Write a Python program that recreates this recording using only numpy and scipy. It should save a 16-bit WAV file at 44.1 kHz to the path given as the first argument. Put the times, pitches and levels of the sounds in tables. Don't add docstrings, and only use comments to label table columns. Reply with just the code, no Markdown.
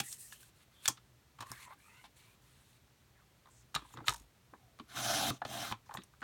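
import sys
import numpy as np
from scipy import signal
from scipy.fft import rfft, irfft, next_fast_len
from scipy.io import wavfile

SR = 44100
rng = np.random.default_rng(int(sys.argv[2]) if len(sys.argv) > 2 else 0)


def dump(signal):
    limited = np.clip(np.atleast_2d(signal).T, -1, 1)
    pcm = np.round(limited * 32767).astype(np.int16)
    wavfile.write(sys.argv[1], SR, pcm)


def linear_from_db(decibels):
    return 10 ** (np.asarray(decibels, float) / 20)


N = 274787


def rms_one(x):
    return x / np.sqrt(np.mean(x ** 2) + 1e-20)


def in_time(rows):
    s, *columns = np.transpose(rows)
    return [np.interp(np.arange(N) / SR, s, c) for c in columns]


def gains(tables, fade_s=0.015):
    out, t = 0, np.arange(N) / SR
    for rows in tables:
        start, end = rows[0][0], rows[-1][0]
        gate = np.interp(t, [start - fade_s, start, end, end + fade_s], [0, 1, 1, 0])
        out = out + gate * linear_from_db(np.array(in_time(rows)))
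    return out


def slow_noise(noise, rate_hz, skip):
    r = np.exp(-2 * np.pi * rate_hz / SR)
    return signal.lfilter([1], [1, -2 * r, r * r], noise)[skip:]


def drift(rate_hz):
    return rms_one(slow_noise(rng.standard_normal(N + 9000), rate_hz, 9000))


def coloured(x, spectrum):
    hz, db = np.transpose(spectrum)
    size = next_fast_len(N)
    f = np.fft.rfftfreq(size, 1 / SR) + 1
    shape = linear_from_db(np.interp(np.log(f), np.log(hz), db, left=-90, right=-90))
    return rms_one(irfft(rfft(x, size) * shape, size)[:N])


def resonant(x, peaks):
    out = 0
    for k, (hz, width, db) in enumerate(peaks):
        r = np.exp(-np.pi * width / SR)
        poles = [1, -2 * r * np.cos(2 * np.pi * hz / SR), r * r]
        mode = signal.lfilter([(1 - r * r) / 2, 0, (r * r - 1) / 2], poles, x)
        out = out + (-1) ** k * linear_from_db(db) * mode
    return out


def band(x, low_hz, high_hz):
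    return signal.sosfilt(signal.butter(2, [low_hz, high_hz], "band", fs=SR, output="sos"), x)


def grains(per_s, spread_db):
    sizes = linear_from_db(spread_db * np.minimum(rng.exponential(1, N), 5)) * rng.choice([-1, 1], N)
    return rms_one(sizes * (rng.random(N) < per_s / SR))


def ring(force, hz, t60):
    r, w = linear_from_db(-60 / (t60 * SR)), 2 * np.pi * hz / SR
    return signal.lfilter([0, np.sin(w)], [1, -2 * r * np.cos(w), r * r], force)


def blow(contact_s, buzz_db=-22, buzz_s=0.0087, rise_s=0.00045):
    t = np.arange(3000) / SR
    swell = (1 - np.exp(-t / (rise_s + 0.096 * contact_s))) ** 2
    decay = np.exp(-t / max(contact_s, 2e-4)) + linear_from_db(buzz_db) * np.exp(-t / buzz_s)
    return rms_one(swell * decay * rng.standard_normal(3000)) / np.sqrt(3000)


def strike(hz, t60, *contact, **shape):
    out = ring(blow(*contact, **shape), hz, t60)
    click = ring(np.arange(3000) == 0, hz, t60)
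    scatter = linear_from_db(1.5 * rng.standard_normal())
    return out * np.linalg.norm(click) / np.linalg.norm(out) * scatter


def struck(hits, column, modes, gain_db):
    out = np.zeros(N + 3000)
    for hz, db, t60 in modes:
        for row in hits:
            out[round(row[0] * SR):][:3000] += linear_from_db(row[column] + db + gain_db) * strike(hz, t60, row[5])
    return out[:N]


def lasting(hits, contact_s):
    return [(*row, contact_s) for row in hits]


# (frequency [Hz], density [dB])
AIR = [(15, -34), (25, -21), (58, 2.5), (119, -4), (264, -11), (398, -12.5), (496, -16.5), (585, -15.5),
       (907, -17.5), (2300, -19.5), (2640, -21), (3880, -21.5), (10400, -28), (16100, -30), (17500, -35.5)]


def air():
    hum = rms_one(resonant(rng.standard_normal(N), [(122, 10, 0)]))
    return linear_from_db(-68) * coloured(rng.standard_normal(N), AIR) + linear_from_db(-72.5) * hum


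# (frequency [Hz], level [dB], T60 [s])
KNOCK_MODES = [(1207, 4, 0.0058), (1500, -1, 0.0088), (1754, -7, 0.019)]


def knocks(hits):
    hollow = np.zeros(N + 3000)
    for s, snap_db, knock_db, hz, clack_db, contact_s in hits:
        hollow[round(s * SR):][:3000] += linear_from_db(knock_db + 5.5) * strike(hz, 0.017, contact_s, rise_s=0.0012)
    return band(hollow[:N] + struck(hits, column=2, modes=KNOCK_MODES, gain_db=-2.0), 570, 2600)


# (frequency [Hz], level [dB], T60 [s])
CLACK_MODES = [(2470, -0.5, 0.0021), (3420, 2, 0.0026), (4230, -5, 0.0025), (4850, -11.5, 0.0018)]


def clacks(hits, modes=CLACK_MODES, gain_db=3.5):
    return band(struck(hits, column=4, modes=modes, gain_db=gain_db), 1307, 8000)


# (frequency [Hz], level [dB], T60 [s])
SNAP_MODES = [(5440, 0, 0.0033), (6770, 1, 0.0029), (8500, 2, 0.0017), (9360, -3, 0.0019),
              (12100, -2, 0.0012), (13450, -20.5, 0.0018), (15400, -9.5, 0.0026)]


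def snaps(hits, gain_db, low_hz, high_hz):
    return band(struck(hits, column=1, modes=SNAP_MODES, gain_db=gain_db), low_hz, high_hz)


def hard_blows(hits):
    return knocks(hits) + clacks(hits) + snaps(hits, -5.5, 4200, 14600)


# (time [s], edge snap [dB], knock [dB], knock pitch [Hz], clack [dB])
PAPER_TAPS = [
    (0.0004, -15.5, -36, 800, -22),
    (0.3223, -47, -47.5, 1770, -44),
    (0.4286, -45, -60, 1540, -54),
    (0.8555, -21, -45, 1700, -20.5),
    (1.4672, -47, -51.5, 1030, -73),
    (3.19, -79, -65, 1100, -74),
    (5.9388, -33, -44, 920, -48),
    (6.035, -41, -67, 964, -64.5),
]
# (time [s], edge snap [dB], knock [dB], knock pitch [Hz], clack [dB])
PAPER_SHOVES = [
    (0.9703, -66, -54, 1260, -47.5),
    (1.3855, -50, -47, 1010, -50),
    (1.4039, -32, -39.5, 1080, -37),
    (1.4208, -37, -39, 1050, -41.5),
    (2.0538, -62, -64, 1020, -45.5),
    (1.7035, -61, -45, 1080, -75),
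    (1.72, -70, -48, 1130, -75),
    (1.672, -70, -50, 1000, -75),
    (2.039, -60, -48, 980, -47),
]
# (time [s], edge snap [dB], knock [dB], knock pitch [Hz], clack [dB])
PAPER_CRACKS = [
    (0.1262, -25, -70, 1880, -53),
    (0.13, -47, -75, 1880, -60),
    (0.17, -45, -71, 1800, -72),
    (0.4155, -52, -68, 1800, -61),
    (1.516, -25, -43.5, 1060, -71),
    (6.0352, -50, -68, 970, -65),
    (6.2055, -52, -68, 1340, -58),
    (5.861, -55, -59.5, 1010, -72),
    (5.888, -57, -74, 980, -70),
]
# (time [s], edge snap [dB], knock [dB], knock pitch [Hz], clack [dB])
SLAPS = [
    (0.8782, -8.5, -40, 1228, -21.5),
    (0.8832, -6.5, -31.5, 1024, -30.5),
]
# (frequency [Hz], level [dB], T60 [s])
SLAP_MODES = [(1900, -5, 0.004), (3310, 0, 0.0095), (4400, -7, 0.0025)]


def paper_blows():
    slaps = lasting(SLAPS, 0.001)
    taps = lasting(PAPER_TAPS, 0.0025) + lasting(PAPER_SHOVES, 0.0075) + lasting(PAPER_CRACKS, 0.00076)
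    hits = taps + slaps
    clack = clacks(taps) + clacks(slaps, SLAP_MODES, gain_db=3.0)
    return knocks(hits) + clack + snaps(hits, -6.5, 3800, 17000)


# (time [s], peak level [dB], pitch [Hz])
THUDS = [(0.001, -46, 132), (0.884, -44, 123.4), (0.884, -38, 540), (0.002, -42, 340), (4.09, -46, 55),
         (4.2, -56, 50), (3.76, -50, 55), (1.397, -50, 106), (1.415, -52.5, 120), (1.504, -48, 124),
         (3.754, -42.5, 145), (3.821, -52, 334), (3.943, -48, 122), (3.977, -45.5, 133), (4.01, -48, 124),
         (4.084, -41.5, 122), (4.53, -51, 310), (4.8, -44, 235), (5.303, -34, 124), (5.421, -51, 289),
         (5.452, -44, 124), (5.712, -39.5, 114), (5.948, -49, 131), (5.981, -43, 193), (6.219, -48, 315)]


def desk_thuds():
    out = np.zeros(N + 9000)
    push = np.pad(np.hanning(round(0.0019 * SR)), (0, 9000))[:9000]
    push = push / push.sum()
    for s, db, hz in THUDS:
        i = round(s * SR)
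        out[i:][:9000] += linear_from_db(db) * ring(push, hz, 19.3 / hz)
        board = strike(288.5, 0.021, 0.012, rise_s=0.0019)
        out[i:][:3000] += linear_from_db(db + 4.5) * band(board, 146.6, 572)
    return out[:N]


# (start [s], end [s], start level [dB], end level [dB], free edge in the air [dB])
RUBS = [(0.015, 0.028, -58, -71, 11.5), (0.045, 0.125, -68.5, -70.5, 25.5), (0.127, 0.18, -64, -78, 19),
        (0.193, 0.326, -76.5, -79.5, 26), (0.331, 0.392, -63.5, -77.5, 14), (0.408, 0.494, -68, -74.5, 12),
        (0.544, 0.632, -73, -65.5, -0.5), (0.724, 0.8, -70, -74, 0.5), (0.804, 0.861, -76, -50, 7),
        (1.44, 1.506, -72, -57, 1), (1.526, 1.651, -61, -60, 3.5), (1.67, 1.737, -71, -64.5, 1.5),
        (1.79, 2.063, -73.5, -73, 7), (2.17, 2.347, -65, -73, 3.5), (2.425, 2.769, -70.5, -71.5, 0.5),
        (3.777, 3.862, -55.5, -64, -12), (3.855, 3.944, -74, -62, 3), (3.965, 4.04, -54, -63.5, -37),
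        (4.056, 4.073, -68, -44, 2.5), (4.172, 4.242, -70, -82, 9.5), (5.868, 5.94, -73, -68.5, -2)]


def rubbing():
    share = np.array([0, 0.35, 1])
    offset_db = np.array([0, -4, 0])
    spans = []
    for t0, t1, db0, db1, edge_db in RUBS:
        extra_db = edge_db * share + offset_db
        spans.append([(t0, *(db0 + extra_db)), (t1, *(db1 + extra_db))])
    return gains(spans)


# (frequency [Hz], density [dB])
DRAG = [(290, -48), (500, -9.5), (590, 2), (650, -45), (874, 3), (1990, 1), (2600, -5), (3380, -42.5),
        (5720, -120)]
# (frequency [Hz], width [Hz], level [dB])
SCUFF = [(2630, 467, -2.5), (3480, 580, -1.5), (4260, 660, -2)]
# (frequency [Hz], density [dB])
RUSTLE = [(2350, -49.5), (4000, -14), (4310, -18), (4970, -8.5), (7990, -1.5), (9440, -0.5), (10400, -3.5),
          (11700, -5), (15000, -9.5), (17500, -13.5)]
RUSTLE_BANDS = [3500, 5500, 7500, 10500, 13000, 17500]


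def paper_friction():
    drag, scuff, rustle = rubbing()
    out = drag * linear_from_db(1.8 * drift(26.27) - 8) * coloured(grains(3000, 1.7), DRAG)
    out += scuff * linear_from_db(2.0 * drift(25) - 1.5) * rms_one(resonant(grains(5000, 3.3), SCUFF))
    flutter = linear_from_db(0.8 * drift(39.2))
    for low, high in zip(RUSTLE_BANDS, RUSTLE_BANDS[1:]):
        patches = linear_from_db(2.2 * drift(9))
        fibres = band(coloured(grains(5930, 2.6), RUSTLE), low, high)
        out += rustle * flutter * patches * linear_from_db(-7.0) * fibres
    return out


def glides(rows, width_hz, width_share):
    out = np.zeros(N)
    for t0, t1, hz0, hz1, db in rows:
        i, n = round(t0 * SR), round((t1 - t0) * SR)
        breath = slow_noise(rng.standard_normal(16000), width_hz + width_share * hz0, 2000)
        tone = np.sin(2 * np.pi * np.cumsum(np.linspace(hz0, hz1, n)) / SR)
        out[i:i + n] += linear_from_db(db) * np.hanning(n) ** 0.11 * rms_one(breath[:n]) * tone
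    return out


# (start [s], end [s], start pitch [Hz], end pitch [Hz], level [dB])
STREAKS = [(0.03, 0.091, 1850, 1950, -56.5), (0.12, 0.307, 1900, 1850, -70), (0.305, 0.41, 2900, 3250, -67),
           (1.455, 1.553, 1100, 1150, -58), (1.562, 1.743, 1200, 870, -59.5),
           (1.456, 1.622, 1900, 1450, -62), (1.62, 1.738, 1800, 2150, -62.5),
           (1.56, 1.678, 2300, 2000, -67), (1.792, 2.039, 2240, 2950, -67),
           (1.862, 2.055, 1930, 2200, -65.5), (1.841, 2.014, 1200, 1520, -66.5),
           (1.862, 2.04, 900, 1030, -69.5), (2.16, 2.34, 2145, 2450, -71.5), (2.24, 2.383, 940, 1200, -75),
           (3.778, 3.94, 3300, 3500, -71.5), (3.782, 3.925, 1000, 1050, -70),
           (0.747, 0.858, 3450, 3200, -66), (3.75, 3.764, 7250, 7200, -44),
           (3.925, 3.955, 7100, 7000, -62.5), (5.63, 5.7, 1300, 1500, -52), (4.055, 4.082, 6900, 7100, -55),
           (1.52, 1.61, 2300, 1500, -59), (1.69, 1.76, 1100, 1800, -68), (1.77, 1.81, 1550, 1700, -69),
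           (4.88, 4.97, 10900, 10900, -68), (5.96, 6.03, 3300, 4100, -65), (4.148, 4.256, 1000, 957, -73.5),
           (5.0, 5.144, 10400, 11000, -46), (5.137, 5.262, 9700, 10800, -44), (4.56, 4.78, 850, 580, -72.5)]


def whistles():
    return glides(STREAKS, 12, 0.055)


# (start [s], end [s], start pitch [Hz], end pitch [Hz], level [dB])
BRUSHES = [(3.15, 3.25, 2100, 860, -70.5), (1.5, 1.68, 1800, 2400, -61), (5.31, 5.365, 6500, 6500, -63.5),
           (5.52, 5.7, 5800, 5400, -54), (3.5, 3.63, 7900, 6700, -66), (5.02, 5.22, 5700, 5300, -38),
           (6.036, 6.044, 9800, 9500, -58), (5.94, 5.962, 12800, 12500, -57),
           (5.94, 5.985, 7300, 7000, -61), (5.855, 5.895, 5700, 5300, -72.5),
           (0.081, 0.15, 7800, 8200, -48), (0.2, 0.28, 9000, 8500, -58.5), (6.206, 6.23, 9000, 5700, -69),
           (3.94, 4.06, 500, 450, -63), (1.58, 1.68, 6300, 7200, -65.5), (1.6, 1.66, 10000, 10000, -60.5)]


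def brushes():
    return glides(BRUSHES, 0, 0.18)


# (time [s], edge snap [dB], knock [dB], knock pitch [Hz], clack [dB])
RAIL_TAPS = [(3.4556, -83, -56, 1080, -63), (3.4695, -61, -54.5, 1080, -65.5),
             (3.4853, -58, -59, 1010, -68), (3.7429, -37, -38.5, 1120, -40),
             (3.7488, -21, -40.5, 990, -26.5), (3.7593, -41, -31.5, 1150, -29),
             (3.8194, -60, -50.5, 1150, -60), (3.79, -65, -50, 1000, -60), (3.848, -70, -55, 960, -70),
             (3.905, -70, -57, 1050, -70), (3.937, -44, -48.5, 1010, -60), (3.9709, -51, -42, 1360, -45.5),
             (3.9854, -60, -45.5, 1020, -66.5), (4.0028, -62.5, -45, 790, -63),
             (4.041, -71, -51, 1370, -71.5), (4.073, -46.5, -42.5, 870, -60),
             (4.0875, -32, -49.5, 1010, -56)]
# (time [s], edge snap [dB], knock [dB], knock pitch [Hz], clack [dB])
BOUNCES = [
    (4.103, -30.5, -38.5, 940, -46),
    (4.114, -35.5, -65, 950, -55),
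    (4.122, -32, -39.5, 950, -49),
    (4.135, -32.5, -66, 950, -60),
    (4.142, -31, -43, 950, -53),
    (4.159, -36.5, -61, 950, -52),
    (4.164, -41, -57, 950, -57),
    (4.179, -45, -65, 950, -70),
    (4.197, -45, -67, 947, -64),
    (4.217, -54, -70, 950, -70),
]
# (time [s], edge snap [dB], knock [dB], knock pitch [Hz], clack [dB])
RAIL_CRACKS = [
    (4.0815, -18, -24.5, 1287, -15),
    (4.093, -18.5, -53, 1000, -41),
]
# (driving column [index], frequency [Hz], level [dB], T60 [s])
RAIL_RINGS = [(2, 960, -8, .045), (4, 3800, 5, 0.014)]


def rail_blows():
    hits = lasting(RAIL_TAPS + BOUNCES, 0.003) + lasting(RAIL_CRACKS, 0.00076)
    rings = sum(struck(hits, column=c, modes=[mode], gain_db=-5.0) for c, *mode in RAIL_RINGS)
    return hard_blows(hits) + band(rings, 480, 8000)


# (time [s], edge snap [dB], knock [dB], knock pitch [Hz], clack [dB])
CARRIAGE_KNOCKS = [
    (4.5356, -71.5, -45, 980, -82.5),
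    (4.7882, -50.5, -53, 1060, -53),
    (4.9625, -52.5, -40, 1450, -51),
    (5.304, -45, -34.5, 1120, -52),
    (5.7232, -50, -30, 1035, -30.5),
    (5.9475, -45, -36, 990, -57),
    (5.9713, -42.5, -37.5, 1750, -34),
    (6.136, -72, -58.5, 1377, -67.5),
    (6.217, -63.5, -43, 1500, -48.5),
]
# (time [s], edge snap [dB], knock [dB], knock pitch [Hz], clack [dB])
CARRIAGE_SHOVES = [
    (5.4168, -61, -29, 746, -44),
    (5.4495, -42, -33, 680, -33),
    (4.7964, -56, -45.5, 1080, -44),
    (5.712, -52, -36, 1100, -49),
    (5.8921, -62, -43, 855, -64),
    (5.908, -56, -43, 1100, -55),
    (5.915, -58, -44, 900, -60),
    (5.9836, -67.5, -50, 1160, -47),
    (6.017, -61.5, -66, 1690, -49),
    (6.2244, -57, -35.5, 1450, -46),
]


def carriage_blows():
    return hard_blows(lasting(CARRIAGE_KNOCKS, 0.0015) + lasting(CARRIAGE_SHOVES, 0.0038))


# (time [s], rasp level [dB], bearing level [dB])
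STROKES = [
    [(4.88, -76, 2), (4.898, -63, -4), (4.955, -53, 1), (4.966, -45, -2), (5.03, -44.5, 3.5),
     (5.11, -41, 2.5), (5.304, -39.5, -1.5), (5.314, -59, -5), (5.37, -62, -2)],
    [(5.46, -59, -5), (5.482, -56.5, -3), (5.506, -49.5, 2.5), (5.56, -48, 3), (5.605, -47.5, 3.5),
     (5.63, -46, -2.5), (5.706, -50.5, -1), (5.724, -49.5, -1), (5.735, -69, -2)],
]


def stroke():
    rasp, = gains([[row[:2] for row in rows] for rows in STROKES])
    bearing_db, = in_time([row[::2] for rows in STROKES for row in rows])
    top_s, travel_s = 5.363, 0.44
    place = np.clip(1 - np.abs(np.arange(N) / SR - top_s) / travel_s, 0, 1)
    groove = rasp * linear_from_db(-7 + 5.5 * place + bearing_db)
    body = rasp * linear_from_db(1 - 7.5 * place)
    rumble = rasp * linear_from_db(-10.5 + 2 * place)
    return groove, body, rasp, rumble


# (frequency [Hz], density [dB])
RASP = [(1180, -55), (2000, -8), (3210, 3), (3450, 0), (3880, -2), (4490, -3.5), (5140, -13.5),
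        (6220, -2.5), (7950, -5), (10600, -6.5), (11600, -7.5), (15800, -10.5), (17500, -15.5)]
# (frequency [Hz], width [Hz], level [dB])
RASP_PEAKS = [(3260, 430, -19), (3790, 710, 2), (5020, 280, 8.5), (5970, 670, -3.5), (8600, 250, -12)]
# (frequency [Hz], width [Hz], level [dB]); one common width is used
RAIL_MODES = [(2510, 35, -5), (3220, 170, -4), (3980, 200, -3), (5250, 230, 2.5), (5600, 68, 1),
              (6100, 110, 0), (7250, 93, -4), (8440, 77, -5), (9210, 92, -7), (10900, 160, -2),
              (11700, 18, -11), (13000, 38, -11), (13700, 90, -9)]
# (frequency [Hz], width [Hz], level [dB])
BODY_PEAKS = [(1100, 200, -3), (1450, 170, -0.5), (1770, 190, -4), (2100, 114, -3.5)]
# (frequency [Hz], width [Hz])
HOLLOW = (711, 137)


def blade():
    groove, body, rasp, rumble = stroke()
    scrape = linear_from_db(0.87 * drift(39)) * grains(6000, 2.54)
    rings = sum(linear_from_db(2.2 * drift(14)) * resonant(grains(7000, 3.0), [peak]) for peak in RASP_PEAKS)
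    hiss = coloured(0.73 * scrape + rings, RASP)
    modes = sum(linear_from_db(3.5 * drift(20)) * resonant(scrape, [(hz, 67, db)]) for hz, width, db in RAIL_MODES)
    hiss += linear_from_db(-8.5) * rms_one(modes)
    for low, high in zip(RUSTLE_BANDS, RUSTLE_BANDS[1:]):
        hiss += (linear_from_db(1.5 * drift(10)) - 1) * band(hiss, low, high)
    top = band(hiss, 6900, 18000)
    hiss += top * (np.minimum(rasp / linear_from_db(-50), 1) ** 0.35 - 1)
    hollow = rms_one(band(resonant(scrape, [(*HOLLOW, 0)]), 555, 850))
    base = 0
    for k, peak in enumerate(BODY_PEAKS):
        base = base + linear_from_db(2.1 * drift(14.0)) * (-1) ** k * resonant(scrape, [peak])
    base = rms_one(band(base, 940, 2200))
    desk_modes = [(61, 40, -13), (124, 7.4, 3.5), (212.5, 30, -4.5), (295, 41, -3.5), (433, 150, -17.5)]
    desk = rms_one(band(resonant(scrape, desk_modes), 32, 500))
    return groove * linear_from_db(2.0 * drift(13.0)) * hollow + body * base + rasp * hiss + rumble * linear_from_db(3.5) * desk


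def room(x):
    t60, build_s = 0.14, 0.0017
    t = np.arange(round(0.4 * SR)) / SR
    tail = rng.standard_normal(len(t)) * linear_from_db(-60 * t / t60) * (1 - np.exp(-t / build_s))
    tail = signal.sosfilt(signal.butter(1, [300, 7400], "band", fs=SR, output="sos"), tail)
    return signal.fftconvolve(x, rms_one(tail) / np.sqrt(len(t)))[:N]


def scene():
    floor = air()
    desk = paper_blows() + desk_thuds() + paper_friction() + whistles() + brushes()
    desk += rail_blows() + carriage_blows() + blade()
    return (desk + linear_from_db(-15.5) * room(desk) + floor)[None]


def top_cut(x):
    return signal.sosfilt(signal.butter(12, 17300, fs=SR, output="sos"), x)


# (frequency [Hz], width [Hz], depth [0-1])
MIC_DIPS = [(4860, 460, 0.2), (10400, 450, 0.5)]


def record(dry):
    x = signal.sosfilt(signal.butter(2, 40, "high", fs=SR, output="sos"), dry)
    for hz, width, depth in MIC_DIPS:
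        x = x - depth * resonant(x, [(hz, width, 0)])
    return top_cut(x)


dry = scene()
out = record(dry)
dump(out)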